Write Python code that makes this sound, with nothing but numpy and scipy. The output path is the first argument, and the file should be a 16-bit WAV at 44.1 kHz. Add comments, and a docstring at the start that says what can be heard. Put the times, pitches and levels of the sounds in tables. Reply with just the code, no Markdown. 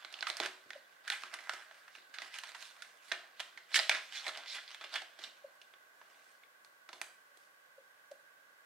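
"""A fine crackling hiss of paper rubbing on plastic comes first, over a faint steady whirr.
A stiff card is slid into a clear plastic pocket of a cash binder, at a table in a small room.
Random slips through a moving colour make the rubbing; sharp pulses that ring make the buckling snaps.
Hands bump the binder, which rings in low modes, and gliding tone bursts make a few soft hollow plops.
Sparse random echoes make the room's brief answer; filtered noise makes its hiss and whirr."""
import sys
import numpy as np
from scipy import signal
from scipy.fft import rfft, irfft
from scipy.io import wavfile
from scipy.ndimage import uniform_filter1d

SR = 44100
rng = np.random.default_rng(int(sys.argv[2]) if len(sys.argv) > 2 else 0)


def store_wav(level_fs):
    """Save 16-bit WAV to argv[1]."""
    pcm = np.round(np.clip(np.atleast_2d(level_fs), -1, 1) * 32767)
    wavfile.write(sys.argv[1], SR, pcm.T.astype(np.int16))


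N = 381800

# One sheet pushed over another. Each row: time at its fastest in seconds, nominal level in dB,
# swell in seconds, fade in seconds, then body, edge and fizz in dB added to the sheets' voice.
STROKES = [(0.01, -59, .08, 0.059, -7, -3, -9), (0.17, -56, 0.23, 0.29, -1, -2, -2),
           (0.29, -41.5, .03, 0.037, -13, -5, 4), (0.44, -39.5, 0.088, .045, -7, -4, -3),
           (0.745, -61, 0.069, 0.099, 11, 1.5, 3), (1.075, -52, 0.045, 0.039, -8, -6, -7),
           (1.128, -38.5, 0.037, 0.067, -21, -11, -3.5), (1.26, -54, .14, .08, -6, -6, 0),
           (1.336, -44, .02, 0.038, -7, -15, -9), (1.53, -51, 0.25, 0.18, -6.5, -9.5, -2.5),
           (1.79, -62.5, 0.21, 0.18, -9, -9, 0), (1.98, -61, 0.15, 0.073, 3, 3, 3),
           (2.25, -51.5, 0.13, 0.089, 0.5, -4.5, 0), (2.355, -45, 0.055, 0.065, -7.5, -1.5, 1),
           (2.48, -51, 0.056, .09, -2, -1.5, 2), (2.625, -50, 0.076, .11, -8, -0.5, 6.5),
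           (2.79, -62, 0.17, 0.37, 2, -8, 1.5), (3.10, -58, 0.12, 0.049, -1, -5, 6),
           (3.138, -44.5, 0.035, 0.033, -6.5, -10, -12), (3.24, -63, 0.092, 0.091, 5, -9, -6),
           (3.41, -59.5, 0.081, .17, 7, 3, -1), (3.73, -47, .04, .03, -6, -5, -4),
           (3.756, -26.5, 0.021, 0.034, 7, 17.5, 19), (3.81, -46, 0.055, .13, -1, 11, -2),
           (3.948, -36.5, 0.051, 0.059, -6.5, -3.5, -9), (4.06, -59.5, 0.088, 0.091, 3, 5, 12),
           (4.167, -40, 0.068, 0.073, -3.5, 7, 4), (4.272, -41, 0.058, 0.044, -4, -1, 0.5),
           (4.38, -50.5, 0.11, 0.2, 1, 0, -6), (4.50, -42, 0.044, 0.12, -3.5, 14.5, 9.5),
           (4.555, -41, 0.049, 0.038, 7, 5, 8), (4.585, -44.5, 0.018, 0.022, 5, 3, -12),
           (4.715, -53.5, 0.11, 0.11, -6, 2, -1), (4.84, -49.5, 0.062, 0.065, -12, -1, -2.5),
           (4.957, -37.5, 0.052, 0.053, -1.5, 0.5, -1), (5.244, -49, 0.077, 0.058, 5, 3, 4.5),
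           (6.15, -67.5, 0.35, 0.31, 8, -5, 3), (6.29, -70, 0.12, 0.12, 9.5, -2.5, 15),
           (6.95, -60.5, 0.059, 0.091, 14, -1, 8), (7.41, -72.5, 0.092, 0.14, -3, 2, 16)]


def amp(db):
    """Decibels to gain."""
    return 10 ** (np.asarray(db) / 20)


def unit(x):
    """Scales to rms 1."""
    return x / np.sqrt(np.mean(x ** 2) + 1e-20)


def read(points, hz):
    """Joins (Hz, value) points on a log-frequency axis."""
    f, value = np.transpose(points)
    return np.interp(np.log(hz + 1), np.log(f + 1), value)


def add(mix, s, sound):
    """Mixes a sound in at s seconds."""
    part = mix[max(round(s * SR), 0):][:len(sound)]
    part += sound[:len(part)]


def sides(lean_db):
    """Left and right gains whose mean is 1, from left minus right in dB."""
    left = amp(np.atleast_1d(lean_db))
    return np.array([left, np.ones_like(left)]) * 2 / (1 + left)


def low_cut(x, hz):
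    """Second-order high-pass filter."""
    return signal.sosfilt(signal.butter(2, hz, "high", fs=SR, output="sos"), x)


def room_tone(air_db=-68, whirr_db=4.5):
    """Steady hiss with a faint whirr, as of a small fan, in a few broad resonances."""
    # The hiss. Each row: frequency in Hz, relative level in dB per Hz.
    air = [(40, -39.5), (75, -20.5), (120, -14.5), (200, -12), (450, -4.5), (800, -1), (1300, -1),
           (2500, -3.5), (5000, -10.5), (15500, -17.5)]
    # The whirr's resonances. Each row: frequency in Hz, width in Hz, level in dB before whirr_db,
    # left minus right in dB.
    whirr = [(575, 160, -82.5, -4), (1124, 110, -77.5, 1.5), (1559, 180, -71.5, -9), (1963, 184, -80, 5.5)]
    # Each row: frequency in Hz, left-right likeness from -1 to 1.
    air_likeness = [(150, 0.34), (550, 0.14), (1000, -0.1), (1600, -0.28), (5000, -0.18), (9000, 0.21),
                    (14000, 1)]
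    hz = np.fft.rfftfreq(N, 1 / SR)
    power = (amp(air_db) * unit(amp(read(air, hz)))) ** 2
    for centre, width, db, lean in whirr:
        resonance = unit(1 / (1 + ((hz - centre) / width) ** 2) ** 2)
        power = power + (amp(db + whirr_db) * sides(lean) * resonance) ** 2
    left, other = rfft(rng.standard_normal((2, N)))
    same = np.clip(read(air_likeness, hz), -1, 1)
    right = same * left + np.sqrt(1 - same ** 2) * other
    return irfft(np.array([left, right]) * np.sqrt(power), N)


def hands_db(s):
    """Left minus right level of the sheets at time s."""
    # Where the hands work: always right of centre, nearest the middle at about 4.7 s.
    # Each row: time in seconds, left minus right in dB.
    hands = [(0, -5.5), (2.2, -5), (3.2, -6), (3.8, -3.5), (4.3, -3.5), (4.7, -2), (5, -3.5), (7, -3.5)]
    return np.interp(s, *np.transpose(hands))


def two_ways(pair):
    """A sheet radiates a different wave to each side; returns left and right spectra of two signals."""
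    # Each row: frequency in Hz, left-right likeness from 0 to 1.
    likeness = [(300, 0.85), (3500, 1), (5800, 0.28), (9000, 0.55), (15000, 0.88)]
    size = pair.shape[1]
    right, other = rfft(pair)
    same = np.clip(read(likeness, np.fft.rfftfreq(size, 1 / SR)), 0, 1)
    left = same * right + np.sqrt(1 - same ** 2) * other
    return np.array([left, right])


def sheet_db(hz, body, edge, fizz):
    """The sheets' spectrum: broad flexing adds body, tight creases add edge and fizz."""
    # Voice of paper and plastic. Each row: frequency in Hz, relative level in dB per Hz.
    voice = [(40, -45), (130, -52), (230, -37), (330, -16), (480, -17), (640, -3), (1000, -6), (1700, -0.5),
             (2900, -2), (4400, -3.5), (5600, -11), (8500, -17.5), (12000, -29), (15500, -39.5)]
    # Centres of body, middle, edge and fizz in Hz.
    regions_hz = [450, 1500, 3800, 9000]
    low, _, high, top = (read(list(zip(regions_hz, region)), hz) for region in np.eye(len(regions_hz)))
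    return read(voice, hz) + body * low + edge * high + fizz * top


def stroke_gains(t, drop_db=19.5, roundness=1.35):
    """Each stroke swells to its fastest moment and fades: gains as (strokes, times)."""
    s, db, swell, fade = np.transpose(STROKES)[:4, :, None]
    away = abs(t - s) / np.where(t < s, swell, fade)
    # down by drop_db one swell before or one fade after; roundness 1 is pointed, 2 a bell
    return amp(db - drop_db * away ** roundness)


def stroke_colours(t):
    """Body, edge and fizz at each time, averaged over strokes by their power."""
    power = stroke_gains(t) ** 2 + 1e-20
    return np.transpose(STROKES)[4:] @ (power / power.sum(axis=0))


def pressure(follow=0.95, light_db=-63.0):
    """Gain of the rubbing; follow says how much a layer grows beyond a light touch."""
    # fingers holding the pocket open stir it faintly until they let go
    hold_db, let_go_s, release_db_per_s = -71.5, 5.54, 30.
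    t = np.arange(0, N, 32) / SR
    hold = amp(hold_db - release_db_per_s * np.maximum(t - let_go_s, 0))
    gain = np.sqrt(hold ** 2 + np.sum(stroke_gains(t) ** 2, axis=0))
    followed = amp(light_db) * (gain / amp(light_db)) ** follow
    return np.interp(np.arange(N) / SR, t, followed)


def slips(per_s, spread_db):
    """Random tiny slips, most of them small and a few large."""
    sizes = amp(spread_db * np.minimum(rng.exponential(1, N), 3)) * rng.choice([-1, 1], N)
    return unit(sizes * (rng.random(N) < per_s / SR))


def slide(drive, patchy_db=3.0, size=256):
    """Sends slips through the sheets' changing colour; patches of sheet ring up as the contact moves."""
    hz, t, z = signal.stft(drive, SR, nperseg=size, noverlap=size * 3 // 4)
    patches = rng.standard_normal((len(t), len(hz)))
    patches = uniform_filter1d(patches, size=20, axis=0)  # smooth in time
    patches = unit(uniform_filter1d(patches, size=4, axis=1))  # and in frequency
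    gain = amp(sheet_db(hz, *stroke_colours(t)[:, :, None]) + patchy_db * patches).T
    gain /= np.sqrt(np.mean(gain ** 2, axis=0))  # colour alone, no change of level
    return signal.istft(z * gain, SR, nperseg=size, noverlap=size * 3 // 4)[1][:, :N]


def rubbing(hiss_db=-2.0, crinkle_db=-7.0, lean_db=1.0):
    """Dense slips of paper fibres hiss; sparser ones in the plastic crinkle."""
    fibres = irfft(two_ways(np.array([slips(per_s=4500, spread_db=3.) for side in "LR"])), N)
    creases = slips(per_s=190, spread_db=7.0)
    hiss = amp(hiss_db) * fibres * pressure()
    crinkle = amp(crinkle_db) * creases * pressure(follow=0.98)
    return slide(hiss + crinkle) * sides(lean_db + hands_db(np.arange(N) / SR))


def causal(db):
    """Spectrum of the tightest one-sided pulse with these gains."""
    cepstrum = irfft(np.log(amp(np.maximum(db, db.max() - 100))))
    half = len(cepstrum) // 2
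    cepstrum[1:half] *= 2
    cepstrum[half + 1:] = 0
    return np.exp(rfft(cepstrum))


def snaps(flutter=0.86, ring_db=12.5, ring_width=.13, scuff_s=0.0004, size=2048):
    """A crease flips with one sharp pulse; the freed patch rings and flutters for a few milliseconds."""
    # Sheets buckling. Each row: time in seconds, nominal level in dB over 10 ms, body, edge and fizz
    # in dB added to the sheets' voice, time to settle in seconds, ring of the flipped patch in Hz.
    buckles = [(0.0486, -46, -3, -10, -7, .0013, 4050), (0.1269, -54, 10, 5, 16, .0012, 1680),
               (0.1408, -45, 14, 18, 5, 0.0018, 2950), (0.1891, -52, -6, 0, 5, .0025, 2820),
               (0.2080, -44.5, 19, 14, 9, .0014, 4700), (0.2264, -36.5, -14, -15, -11, 0.0022, 3830),
               (0.2693, -34.5, -7.5, -3, -7.5, 0.0039, 1240), (0.3009, -36.5, 8, 1, 3, 0.00072, 4140),
               (0.3696, -44.5, -11, -8, 12, 0.00068, 5030), (0.4011, -34.5, 12, -4, 1, 0.0014, 4000),
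               (0.4498, -41.5, 7, -1, -3, .0065, 2600), (0.46, -39.5, -9, -0.5, 4, 0.0027, 1430),
               (0.7054, -45.5, -6, -2.5, -1.5, 0.0015, 1960), (0.7323, -51, -24, -9, -10, 0.0025, 3370),
               (1.0779, -39.5, -17, 0, 4.5, 0.0047, 1570), (1.1015, -33.5, -25, -11, -1.5, .001, 3900),
               (1.1195, -39.5, -13, 15, -9, 0.0059, 3050), (1.2358, -43, -20, -10, -10, .0015, 1110),
               (1.34, -43.5, -11, -2, 0, 0.0027, 9900), (1.3879, -48.5, -5, -5, -5, 0.0052, 2120),
               (1.4948, -35, -5.5, -6.5, -3, 0.0016, 1360), (1.5352, -46.5, 8, 1, 7, 0.0048, 1310),
               (1.622, -55.5, -1, -9, -1, .0036, 1580), (1.7116, -55, 12, -2, -11, 0.002, 1600),
               (1.8796, -56, -20, -10, -10, .0054, 1040), (1.9523, -51.5, -3, -7, -3, 0.0028, 2680),
               (2.1405, -46, -19, 1, 2, 0.013, 1610), (2.1858, -43, -8, 2.5, -8, 0.0013, 1340),
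               (2.2191, -44, 5, 4, 4, 0.0035, 1960), (2.3865, -44, -9, -3.5, 10.5, 0.0023, 2900),
               (2.4357, -45, -11, -2, 0.5, 0.0061, 980), (2.548, -46, -12, -5, -3.5, 0.0077, 1020),
               (2.822, -46, -15, 2, 8.5, 0.0033, 1480), (3.1168, -35, -3, 3, -8, 0.0027, 1770),
               (3.1207, -36, 6.5, 4, 4, 0.0017, 1780), (3.3962, -48, -2, -11, -0.5, .0028, 3300),
               (3.4015, -38, 0, -3.5, 3.5, .0045, 3230), (3.5754, -47.5, -2, -2, -1, 0.0031, 2070),
               (3.7438, -29, -20, 2, 1, 0.0015, 2150), (3.7574, -24.5, -24, 3, 9, 0.0097, 1890),
               (3.7772, -36, 7, -1, -3, .001, 3990), (3.791, -31, -6.5, -1, -9, 0.002, 5030),
               (3.7977, -34, 6, 1.5, -13, 0.0023, 4600), (3.895, -24.5, 3, 4.5, 4.5, 0.0021, 2170),
               (3.9135, -31, -14, -7, -4, 0.0081, 2500), (4.2664, -38, 3, -2, -1, 0.0034, 2100),
               (4.2807, -42, 25, 15, 22.5, 0.0014, 3900), (4.292, -42, 2, 4, -13, .002, 1400),
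               (4.3523, -51, -5, 0, 0, .002, 2950), (4.3741, -47.5, 2, -5, 5, 0.0013, 4930),
               (4.6785, -52.5, 13, 20, -1, .0021, 4760), (4.7462, -48, -7, -6, 2.5, 0.0018, 3470),
               (4.8115, -48.5, 12, 5, -1, 0.0054, 1350), (4.8444, -48, 17, 7, -15, 0.0024, 3020),
               (4.941, -43, -6, -1, 3, 0.0015, 5050), (4.957, -35.5, -31, -8.5, -5, 0.0054, 3160),
               (5.019, -48, 9, 4, 3, .0033, 780), (5.19, -52, 16, 10, 9, .0055, 1560),
               (5.2384, -46, 11, 23, 4, 0.0042, 3700), (5.6159, -56, 19, 11, 14, 0.0037, 2820),
               (5.738, -59.5, 4, -10.5, -14, 0.0021, 3370), (6.0148, -57, 9, -9, -11, 0.003, 1140),
               (6.4352, -61, -14.5, 1, -22, .003, 2220), (6.6478, -60.5, 6, -4, 14, 0.0015, 4320),
               (6.8903, -50.5, 10, 0, -0.5, 0.004, 1380), (6.93, -48.5, 5, 4, 3, 0.0052, 1020),
               (7.0154, -39, 3, -3.5, 11, 0.0011, 2240), (7.373, -63.5, 19, -2.5, 19.5, 0.0024, 3660),
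               (8.1143, -57, 18.5, 1, 14, 0.0038, 608)]
    lead_in = 32  # samples kept ahead of the pulse
    out, t, hz = np.zeros((2, N)), np.arange(size) / SR, np.fft.rfftfreq(size, 1 / SR)
    for s, db, body, edge, fizz, settle, ring in buckles:
        chance = rng.standard_normal((2, size))
        rise = scuff_s * (settle / 0.0057) ** 2  # slow flips are scuffs, which start softly
        push = chance * np.exp(-t / settle) * (1 - np.exp(-t / rise))
        push *= flutter * np.sqrt(settle * 1000) / np.linalg.norm(push, axis=1, keepdims=True)
        push[0, 0] += np.sign(chance[0, -1])  # the flip itself
        z = two_ways(np.roll(push, lead_in, axis=1))
        z /= np.sqrt(uniform_filter1d(abs(z) ** 2, size=60))  # each flip drives all regions alike
        colour = sheet_db(hz, body, edge, fizz) + ring_db / (1 + ((hz / ring - 1) / ring_width) ** 2)
        snap = irfft(z * causal(colour))
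        snap *= amp(db) * np.sqrt(SR / 100) / np.linalg.norm(snap[1])
        snap *= sides(hands_db(s))
        for channel, sound in zip(out, snap):
            add(channel, s - lead_in / SR, sound)
    return out


def bumps(contact_s=0.00047):
    """Soft blows of hand and card build up over the contact time and ring the binder's low modes."""
    # Each row: time in seconds, relative level in dB, dullness as the blow's corner in Hz.
    blows = [(0.402, -44, 597), (0.455, -55, 600), (0.658, -47.5, 130), (1.102, -59, 250),
             (1.236, -60.5, 350), (1.35, -68, 600), (1.534, -58.5, 300), (1.975, -65, 350),
             (2.22, -61, 350), (3.12, -51, 250), (3.56, -54, 120), (6.93, -57, 300)]
    # The binder lying on the table. Each row: mode in Hz, relative level in dB, t60 in seconds.
    binder = [(127, -21.5, 0.082), (196, -14.5, 0.055), (264, -3, 0.052), (324, -2.5, 0.11),
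              (373.3, -6.5, 0.37), (450, 3.5, 0.084), (605, 6, 0.084)]
    out, t = np.zeros(N), np.arange(SR // 2) / SR
    for s, db, corner in blows:
        ring = np.zeros(len(t))
        for k, (hz, mode_db, t60) in enumerate(binder):
            mode = amp(mode_db - 60 * t / t60) * np.sin(2 * np.pi * hz * t)
            ring += mode * (-1) ** k / (1 + (hz / corner) ** 2)
        add(out, s, amp(db) * ring * (1 - np.exp(-t / contact_s)))
    return out


def plops(swell_s=0.0059, sag_per_s=2.1):
    """A few cycles of a low tone that swell, sag in pitch and fade."""
    # Each row: time of the peak in seconds, peak in dB, pitch at the peak in Hz.
    pops = [(0.7625, -42, 582), (5.4492, -39.5, 571), (7.786, -48, 540), (8.1195, -41, 574)]
    out, t = np.zeros(N), np.arange(-SR // 25, SR // 25) / SR
    for s, db, hz in pops:
        turns = hz * (t - sag_per_s * t ** 2 / 2)
        add(out, s + t[0], amp(db) * np.cos(2 * np.pi * turns) / np.cosh(2 * t / swell_s))
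    return out


def room(x, wet_db, early_db, likeness=0.6, size=256):
    """Bounces off the table and nearby things, then a diffuse tail that dies band by band."""
    # Each row: frequency in Hz, t60 in seconds, relative strength in dB.
    bands = [(250, 0.31, 6.5), (699, 0.44, -0.5), (1500, 0.38, 0.5), (2680, 0.43, -1), (4550, 0.42, -1),
             (6970, 0.47, -0.5), (13170, 0.45, -1.5)]
    t = np.arange(SR * 2 // 3) / SR
    shape = (2, len(t))
    taps = rng.choice([-1., 1.], shape) * (rng.random(shape) < 6000 / SR)
    taps *= np.clip(t / 0.0042 - .4, 0, 1)  # the tail grows in over the first 6 ms
    hz, at, z = signal.stft(taps, SR, nperseg=size)
    band_hz, *columns = np.transpose(bands)
    t60, strength_db = (read(list(zip(band_hz, c)), hz)[:, None] for c in columns)
    tail = signal.istft(z * amp(strength_db - 60 * at / t60), SR, nperseg=size)[1][:, :len(t)]
    early = rng.choice([-1., 1.], shape) * (rng.random(shape) < 2500 / SR)
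    early *= (t > .001) * np.exp(-t / 0.0051)
    echo = np.zeros(shape)
    for db, part in [(wet_db, tail), (early_db, early)]:
        echo += amp(db) * part / np.linalg.norm(part, axis=1, keepdims=True)
    echo[0] = likeness * echo[1] + np.sqrt(1 - likeness ** 2) * echo[0]
    return signal.fftconvolve(x[None], echo, axes=1)[:, :N]


def place(x, low_cut_hz=145.0):
    """Thin sheets radiate little bass; the two microphone ports differ in colour and phase."""
    # Colour of the left port. Each row: frequency in Hz, left minus right in dB.
    lean = [(60, -3), (300, 2.5), (1400, -2), (2300, -0.5), (3500, -1), (5800, -8), (8000, -1.5),
            (11000, 0), (15000, 2)]
    # Each row: frequency in Hz, phase in radians by which left leads.
    lead = [(1500, -0.18), (3000, -0.26), (4500, -0.64), (5600, 1), (6800, -1.5), (10000, -0.89),
            (15000, -0.49)]
    hz = np.fft.rfftfreq(N, 1 / SR)
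    z = rfft(low_cut(x, low_cut_hz)) * sides(read(lean, hz))
    z[0] *= np.exp(1j * read(lead, hz))
    return irfft(z, N)


def scene():
    """Sheets, bumps and plops in the room, over its steady tone."""
    rub, knocks, pops = rubbing(), bumps(), plops()
    sheets = snaps() + rub
    # the room gathers all directions, so a snap's flutter and ring even out
    all_round = snaps(flutter=.5, ring_db=8.0) + rub
    echo = room(all_round.mean(axis=0), wet_db=-5.5, early_db=-7.0)
    knock_echo = room(knocks, wet_db=-8., early_db=-9., likeness=.85)
    pop_echo = room(pops, wet_db=-14., early_db=-10.)
    return place(sheets + echo) + knocks + knock_echo + pops + pop_echo + room_tone()


def record(dry, low_cut_hz=75., edge_hz=15850):
    """The recorder's low cut and band limit."""
    band_limit = signal.firwin(511, edge_hz, window=("kaiser", 9), fs=SR)
    return signal.oaconvolve(low_cut(dry, low_cut_hz), band_limit[None], "same")


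dry = scene()
out = record(dry)
store_wav(out)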